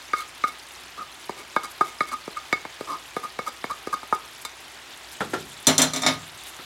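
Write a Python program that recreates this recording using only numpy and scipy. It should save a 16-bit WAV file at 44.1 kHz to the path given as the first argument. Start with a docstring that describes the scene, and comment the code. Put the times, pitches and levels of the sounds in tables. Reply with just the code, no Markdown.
"""Spatula, plate and sizzling pot

A wooden spatula taps and scrapes spices off a hand-held ceramic plate over a faintly sizzling pot.
A tap is a dull knock plus the plate's damped ring; a scrape is stick-slip driving the plate's modes.
The plate leaves the pot, the oil spits more brightly, and the plate is set down beside the stove:
two bumps and a bright clatter in a small kitchen. A burner rushes and an appliance hums throughout."""
import sys
import numpy as np
from scipy import signal
from scipy.fft import rfft, irfft
from scipy.io import wavfile
from scipy.ndimage import uniform_filter1d

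SR = 44100
rng = np.random.default_rng(int(sys.argv[2]) if len(sys.argv) > 2 else 0)


def generate_wav(signal):
    """Clip the signal to [-1, 1] and save it as 16-bit WAV at the path in sys.argv[1]."""
    frames = np.transpose(np.atleast_2d(signal))
    scaled = np.clip(frames, -1, 1) * 32767
    pcm = np.round(scaled).astype(np.int16)
    wavfile.write(sys.argv[1], SR, pcm)


N = 293255
EVENT_N = int(.7 * SR)
EVENT_S = np.arange(EVENT_N) / SR  # time axis of one event
PLATE_LOW_HZ, PLATE_HIGH_HZ = 1230, 2188

# oil hiss spectrum: freq_hz, gain_db
OIL_HISS = [(1500, -22), (4000, -7), (8000, -1), (11300, 0), (13000, -6), (16000, -17)]
# weaker plate modes beside the low ring: freq_hz, gain_db, t60_s
PLATE_SIDE_MODES = [(1423, -23.5, 0.094), (1580, -21, 0.016), (1620, -15.5, 0.035)]
# plate modes reached by hard contact: freq_hz, gain_db, t60_s
PLATE_TOP_MODES = [(3615, 4.5, .09), (3990, 4.5, .05), (4790, 4, .08), (6060, 0, .043), (7440, -3, .056),
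                   (8400, -1, .029)]
# short-lived spatula modes: freq_hz, gain_db, t60_s
SPATULA_MODES = [(772, -20, 0.1), (892, -1.5, 0.028), (1015, -0.5, 0.023), (1180, 0.5, 0.017)]
# spectrum of spice grit, clicks and rattle: freq_hz, gain_db
GRIT_SPECTRUM = [(300, -35), (1500, -25), (4000, 0), (7500, -0.5), (11000, -2.5), (16000, -15)]


def undb(db):
    """Decibels to gain."""
    return 10 ** (np.asarray(db) / 20)


def level(x, db):
    """Scale to an rms level."""
    return x * undb(db) / np.sqrt(np.mean(x ** 2))


def crest(x, db):
    """Scale the loudest 7 ms to an rms level."""
    return x * undb(db) / np.sqrt(uniform_filter1d(x ** 2, size=300, mode="constant").max())


def add(out, start_s, x):
    """Mix x into out."""
    i = int(start_s * SR)
    out[i:i + len(x)] += x[:N - i]


def along(points, hz):
    """Interpolate (freq_hz, value) points over log frequency."""
    freqs_hz, values = np.transpose(points)
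    return np.interp(np.log(hz + 1), np.log(freqs_hz), values)


def colour(x, points):
    """Filter by (freq_hz, gain_db) points."""
    return irfft(rfft(x) * undb(along(points, np.fft.rfftfreq(len(x), 1 / SR))), len(x))


def fade(t60_s):
    """Exponential decay."""
    return np.exp(-np.log(1000) * EVENT_S / max(t60_s, 1e-3))


def swell(rise_s):
    """Smooth onset."""
    return 1 - np.exp(-(EVENT_S / rise_s) ** 2)


def ring(modes, scatter_db=0):
    """Damped modes (freq_hz, gain_db, t60_s); the spot struck randomises strength and sign."""
    draws = rng.standard_normal((len(modes), 2))
    return sum(np.sign(side) * undb(db + scatter_db * size)
               * np.sin(2 * np.pi * hz * EVENT_S) * fade(t60_s)
               for (hz, db, t60_s), (size, side) in zip(modes, draws))


def wash(spectrum_db, t60s_s):
    """Dense modes as octave bands of noise, each with its own decay."""
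    spectrum = rfft(colour(rng.standard_normal(EVENT_N), spectrum_db))
    octave = np.log2(np.clip(np.fft.rfftfreq(EVENT_N, 1 / SR), 62.5, 16000) / 62.5)
    centres_hz = 62.5 * 2 ** np.arange(9)
    return sum(irfft(spectrum * np.maximum(1 - abs(octave - k), 0), EVENT_N) * fade(along(t60s_s, hz))
               for k, hz in enumerate(centres_hz))


def drive(force, response):
    """Play a force through a resonating body."""
    return signal.fftconvolve(force, response)[:len(force)]


def walk(rate_hz):
    """Random wander, spread near 1."""
    step = int(SR / rate_hz)
    return uniform_filter1d(np.repeat(rng.standard_normal(N // step + 1), step), step)[:N]


def sizzle(burner_db=-45, bubble_db=-51, spread_db=5.0, count=6000):
    """Burner rush under tiny oil bubbles, each ringing a few cycles at its own pitch."""
    # burner rush: freq_hz, gain_db
    burner_spectrum = [(15, -60), (25, -35), (40, -15), (55, -5.5), (166, -6), (206, -16), (242, -3.5),
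                       (317, -5), (344, -0.5), (476, -6), (775, 0.5), (1040, 0), (2550, -1.5),
                       (10700, -17.5), (16000, -27)]
    # bursting bubbles: pitch_hz, gain_db
    pop_spectrum = [(800, -13), (2500, 0), (4500, 6), (7000, 1.5), (11000, -57), (16000, -45.5)]
    bubbles = np.zeros(N)
    t = EVENT_S[:int(.02 * SR)]
    for when, pitch, size in rng.random((count, 3)):
        hz = 1500 * 8 ** pitch
        gain = undb(spread_db * min(-np.log(size), np.pi) + along(pop_spectrum, hz))
        add(bubbles, when * N / SR, gain * np.sin(2 * np.pi * hz * t) * np.exp(-t * hz / 6))
    rush = level(colour(rng.standard_normal(N), burner_spectrum), burner_db) * undb(.5 * walk(10))
    return rush + level(bubbles, bubble_db) * undb(.5 * walk(1.3))


def crackle(level_db=-58.5, spread_db=4, max_decay_s=.013, count=260):
    """Small random spits of oil, mostly faint, each a brief puff."""
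    out = np.zeros(N)
    t = EVENT_S[:2048]
    for when, size, pitch in rng.random((count, 3)):
        hz = 6000 + 7000 * pitch
        burst = rng.laplace(size=len(t)) * np.exp(-t / (max_decay_s * size + 1 / SR))
        puff = colour(burst, [(.6 * hz, -14), (hz, 0), (1.2 * hz, -14)])
        add(out, when * N / SR, puff * undb(spread_db * min(-np.log(size), np.pi)))
    return level(colour(out, OIL_HISS), level_db)


def spits(spurt_db=7.0, uncover_s=4.8, uncover_takes_s=.17, crackle_rise_db=4):
    """Juice hisses in hot oil; the plate shades sputter and crackle until it leaves the pot."""
    # loudest spits: start_s, length_s, level_db
    loud_spits = [(1.706, 0.019, -42.5), (4.41, 0.02, -42), (5.114, 0.033, -43.5), (6.435, .0047, -43.5),
                  (6.456, .054, -43.5)]
    # fine sputter: centre_hz, covered_db, uncovered_rise_db
    sputter_bands = [(3590, -55, 5.5), (7350, -60.5, 4), (11300, -64, 3)]
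    out = np.zeros(N)
    for start_s, length_s, db in loud_spits:
        shape = np.sin(np.pi * np.minimum(EVENT_S / length_s, 1)).clip(0)
        add(out, start_s, crest(colour(rng.laplace(size=EVENT_N) * shape, OIL_HISS), db))
    uncovered = np.clip((np.arange(N) / SR - uncover_s) / uncover_takes_s, 0, 1)
    for hz, covered_db, rise_db in sputter_bands:
        band = colour(rng.laplace(size=N), [(.33 * hz, -30), (hz, 0), (1.8 * hz, -30)])
        spurts = undb(spurt_db * np.tanh(walk(45)))
        out += level(band * spurts, covered_db) * undb(rise_db * uncovered)
    return out + crackle() * undb(crackle_rise_db * uncovered)


def knock(bandwidth_hz, lag_at_300hz_s=.004285, scatter_energy=.21, scatter_t60_s=.039):
    """A soft blow as a bending wave: lows travel slower and arrive last, then scatter."""
    # wooden knock: freq_hz, gain_db
    knock_spectrum = [(60, -25), (130, -10.5), (250, -2), (380, 2), (650, -1.5), (1000, -8), (1800, 0.5),
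                      (3000, -21), (8000, -30)]
    hz = np.fft.rfftfreq(EVENT_N, 1 / SR)
    gain = undb(along(knock_spectrum, hz)) / np.sqrt(1 + (hz / bandwidth_hz) ** 4)
    phase = 4 * np.pi * lag_at_300hz_s * np.sqrt(300 * hz)
    pulse = irfft(gain * np.exp(-1j * phase), EVENT_N) * (EVENT_S < .1)
    scatter = rng.standard_normal(EVENT_N) * fade(scatter_t60_s) * swell(.0011)
    return pulse + drive(pulse, scatter * np.sqrt(scatter_energy / np.sum(scatter ** 2)))


def taps(hand_damped_t60_s=.053, high_db_per_octave=11.5, tick_db_per_khz=5.5):
    """Wood on ceramic: harder contact excites more of the high ring and the tick."""
    # spatula strikes: start_s, knock_db, low_ring_db, clack_db, bandwidth_hz
    strikes = [(0.1334, -28, -15.5, -46, 2250), (0.438, -27, -14, -45, 2300),
               (1.2937, -27.5, -41, -29, 800), (1.563, -21.5, -18, -19.5, 1410),
               (1.8093, -21.5, -12.5, -20, 1110), (2.0065, -22.5, -17.5, -41, 2040),
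               (2.277, -28.5, -41, -45, 550), (2.527, -19, -20, -29, 2160),
               (2.6512, -33.5, -52, -31.5, 1580), (2.808, -27.5, -39.5, -50, 650),
               (3.165, -23.5, -26, -47, 950), (3.389, -25.5, -28, -35, 1310), (3.641, -26, -45, -31, 1490),
               (3.871, -26, -33, -50, 730), (4.031, -42.5, -44, -35, 1100), (4.126, -26.5, -17, -16.5, 910),
               (4.4504, -39, -36, -33.5, 5500)]
    # high ring, one mode damped by the spatula, one singing on: freq_hz, gain_db, t60_s
    high_pair = [(2200, 0, .05), (2181, -11, .17)]
    out = np.zeros(N)
    for start_s, knock_db, low_db, clack_db, bandwidth_hz in strikes:
        high_db = knock_db + .5 + high_db_per_octave * min(np.log2(bandwidth_hz / PLATE_HIGH_HZ), 0)
        tick_db = knock_db - 21.5 + tick_db_per_khz * bandwidth_hz / 1000
        low = ring([(PLATE_LOW_HZ, 0, hand_damped_t60_s)] + PLATE_SIDE_MODES, scatter_db=5)
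        crack = colour(rng.standard_normal(EVENT_N), GRIT_SPECTRUM) * fade(.056)
        clink = crest(ring(PLATE_TOP_MODES, scatter_db=3), -2) + crest(crack, -4)
        click = crest(colour(rng.standard_normal(EVENT_N), GRIT_SPECTRUM) * fade(.007), -6)
        tick = colour(clink + click, [(2 * bandwidth_hz, 0), (4 * bandwidth_hz, -12)])
        blow = crest(knock(bandwidth_hz), knock_db)
        clack = crest(ring(SPATULA_MODES) * swell(.00058), clack_db)
        plate = crest(low * swell(.0032), low_db) + crest(ring(high_pair), high_db)
        add(out, start_s, blow + clack + plate + crest(tick, tick_db))
    return out


def slips(length_s, slip_hz, jitter=.22, spread_db=.5, count=400):
    """Stick-slip pulses of one stroke, uneven in spacing and size."""
    spacing, size = rng.standard_normal((count, 2)).T
    times_s = np.cumsum(np.exp(jitter * spacing)) / slip_hz
    pressure = np.sin(np.pi * np.minimum(times_s / length_s, 1)).clip(0) ** .44
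    return np.bincount((times_s * SR).astype(int), pressure * undb(spread_db * size), EVENT_N)[:EVENT_N]


def scrapes(free_slip_hz=1329, grip_slowing_hz=220):
    """Slips pump the plate's modes and crush spice; grip adds rub and squeak and cuts the high ring."""
    # spatula strokes: start_s, length_s, low_ring_db, grit_db, grip_0_to_1
    strokes = [(0.16, 0.071, -30, -39, 0), (0.468, 0.028, -37, -41, 0.3), (0.971, 0.062, -33, -63, 0.38),
               (1.361, 0.063, -46, -45.5, 0.44), (1.632, 0.028, -34, -37.5, 0.61),
               (1.84, 0.066, -53, -44, 0.26), (2.069, 0.035, -43, -41.5, 0.01),
               (2.114, 0.032, -25.5, -40, .75), (2.363, 0.018, -26, -44.5, 0.05),
               (2.87, 0.094, -30, -42.5, 0.88), (3.228, 0.029, -28.5, -43.5, 0.76),
               (3.461, 0.033, -23.5, -37.5, 0.89), (3.696, 0.024, -28, -40.5, 0.87),
               (3.924, 0.022, -20, -38.5, 0.93), (4.132, 0.024, -34, -40.5, 0.7)]
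    out = np.zeros(N)
    for start_s, length_s, low_db, grit_db, grip in strokes:
        force = slips(length_s, free_slip_hz - grip_slowing_hz * grip)
        low = crest(drive(force, ring([(PLATE_LOW_HZ, 0, .065)] + PLATE_SIDE_MODES)), low_db)
        high = crest(drive(force, ring([(PLATE_HIGH_HZ, 0, .11)])), grit_db + 4 - 11 * grip)
        grains = force * rng.standard_normal(EVENT_N)
        grain_ring = crest(drive(grains, ring(PLATE_TOP_MODES)), -5)
        crunch = crest(colour(grains, GRIT_SPECTRUM), -.5)
        rub = crest(drive(grains, knock(990)), -51.5 + 13.5 * grip)
        squeak = crest(drive(force, ring(SPATULA_MODES)), -58 + 28 * grip)
        add(out, start_s, low + high + squeak + crest(grain_ring + crunch, grit_db) + rub)
    return out


def bumps():
    """Something heavy meets the worktop: knock, short thud, lingering boom, slight rattle."""
    # worktop blows: start_s, strength_db, rattle_db
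    blows = [(5.2055, -20, -45), (5.3336, -20, -38.5), (6.589, -40, -67)]
    # struck worktop: freq_hz, gain_db
    worktop_spectrum = [(47, -41), (80, -15.5), (240, -9), (381, -5), (998, -6), (1100, -7), (1210, -5),
                        (1360, 1.5), (1530, -10), (1710, -4), (2200, -17.5), (3300, -16.5), (4490, -24),
                        (8000, -29), (10400, -57), (17600, -120)]
    out = np.zeros(N)
    for start_s, strength_db, rattle_db in blows:
        thud = wash(worktop_spectrum, [(200, .18), (1500, .1), (5000, .013)]) * swell(.00082)
        boom = wash(worktop_spectrum, [(120, 1.0), (300, .34), (700, .14), (2000, .15)]) * swell(.0059)
        rattle = wash(GRIT_SPECTRUM, [(1000, .86), (10000, .048)]) * swell(.002)
        blow = crest(knock(2000), -3) + crest(thud, -3) + crest(boom, -6)
        add(out, start_s, undb(strength_db) * blow + crest(rattle, rattle_db))
    return out


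def clatter():
    """The plate lands on edge, bounces, rocks and settles flat; the worktop booms after each ping."""
    # plate landings: start_s, strength_db, edge_db, flat_db
    landings = [(5.669, -17.5, -9.5, -50), (5.7804, -19.5, -12, -40), (5.8177, -24, -12, -24),
                (5.935, -33, -26.5, -28.5), (5.9616, -35, -24.5, -29.5), (6.0197, -38, -27.5, -31),
                (6.0342, -29, -44, -22.5), (6.0635, -22.5, -21, -14)]
    # plate struck on edge: freq_hz, gain_db, t60_s
    edge_modes = [(3203, -15, .2), (3560, -1, .09), (4150, -5, .17), (5720, -11, .15), (5900, 1, .028),
                  (6005, 3, .06), (6835, -12, .13), (7108, -4, .14), (7451, -2, .13), (7806, -12, .12),
                  (8900, -9, .08), (9570, -7, .04), (9755, -13, .12), (10800, -11, .045), (13170, -17, .08),
                  (14800, -19, .05)]
    # plate landing flat: freq_hz, gain_db, t60_s
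    flat_modes = [(632, -1, .14), (725, 0, .1), (925, -3, .11), (1120, -5, .13), (1235, 1, .32),
                  (1402, -6, .13), (1790, -9, .15), (1968, -6, .14), (2184, -5, .2), (2235, 0, .16),
                  (2352, -6, .15), (3600, -2, .18), (3660, -1, .14), (3770, -2, .14), (4170, -3, .13),
                  (4823, -5, .17), (5394, -4, .15), (5540, -4, .09), (7100, -7, .12)]
    # worktop and plate ringing together: freq_hz, gain_db, t60_s
    body_modes = [(98, -32, .8), (121, -27, .7), (157, -14.5, .55), (261, 0, .25), (286, -3, .15),
                  (313, -12, .2), (412, -12, .16), (570, -13, .25), (621, -10, .25), (680, -7, .19),
                  (904, -17, .33), (1233, -10, .33), (1734, -16, .2), (2015, -14, .18), (2184, -15, .33)]
    # their dense modes: freq_hz, gain_db
    dense_spectrum = [(35, -55), (60, -24), (262, -13), (469, -9.5), (1140, -7), (1220, -16), (1310, -7),
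                      (2250, -11), (2520, -11), (4120, -7), (4530, -16.5), (5860, -11), (8320, -35),
                      (9130, -19.5), (16000, -42)]
    # decay of the dense modes: freq_hz, t60_s
    dense_decay = [(100, 1), (260, 0.35), (700, 0.23), (1840, 0.22), (4850, 0.17), (12800, 0.25)]
    crack_spectrum = [(500, -8), (2500, -7), (3800, -4), (6500, 3.5), (10000, -3.5), (16000, -18)]
    out = np.zeros(N)
    for start_s, strength_db, edge_db, flat_db in landings:
        crack = wash(crack_spectrum, [(2000, .036), (12000, .11)])
        ping = crest(ring(edge_modes, scatter_db=-.5), -1.1) + crest(crack, -4.5)
        edge = crest(ping * swell(.00012), edge_db)
        flat = crest(ring(flat_modes, scatter_db=1.5) * swell(.0004), flat_db)
        body = crest(ring(body_modes, scatter_db=1.5) * swell(.0084), strength_db + .5)
        dense = crest(wash(dense_spectrum, dense_decay) * swell(.013), strength_db)
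        add(out, start_s, edge + flat + body + dense)
    return out


def kitchen(x, wet_db):
    """Short reverberation of a small, hard room."""
    # room decay: freq_hz, t60_s
    room_decay = [(100, 0.19), (400, 0.37), (2000, 0.27), (12000, 0.29)]
    tail = wash([(100, -1.5), (1000, -2.5), (5000, 3.0), (15000, -10.5)], room_decay) * swell(.013)
    return x + undb(wet_db) * drive(x, tail / np.sqrt(np.sum(tail ** 2)))


def scene(hum_hz=59, hum_db=-65):
    """Spatula and worktop sounds in the room, over the pot and a low appliance hum."""
    spatula = kitchen(taps() + scrapes(), wet_db=-16.5)
    worktop = kitchen(bumps() + clatter(), wet_db=-17)
    hum = level(np.sin(2 * np.pi * hum_hz * np.arange(N) / SR), hum_db)
    return (spatula + worktop + sizzle() + spits() + hum)[None]


def record(dry):
    """Thin the deep bass, round the loudest peaks, cut the top."""
    low_cut_hz, top_hz, ceiling = 46, 15900, 1.05
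    thin = signal.sosfilt(signal.butter(4, low_cut_hz, "high", fs=SR, output="sos"), dry)
    rounded = ceiling * np.tanh(thin / ceiling)
    return signal.sosfilt(signal.ellip(8, .2, 70, top_hz, fs=SR, output="sos"), rounded)


dry = scene()
out = record(dry)
generate_wav(out)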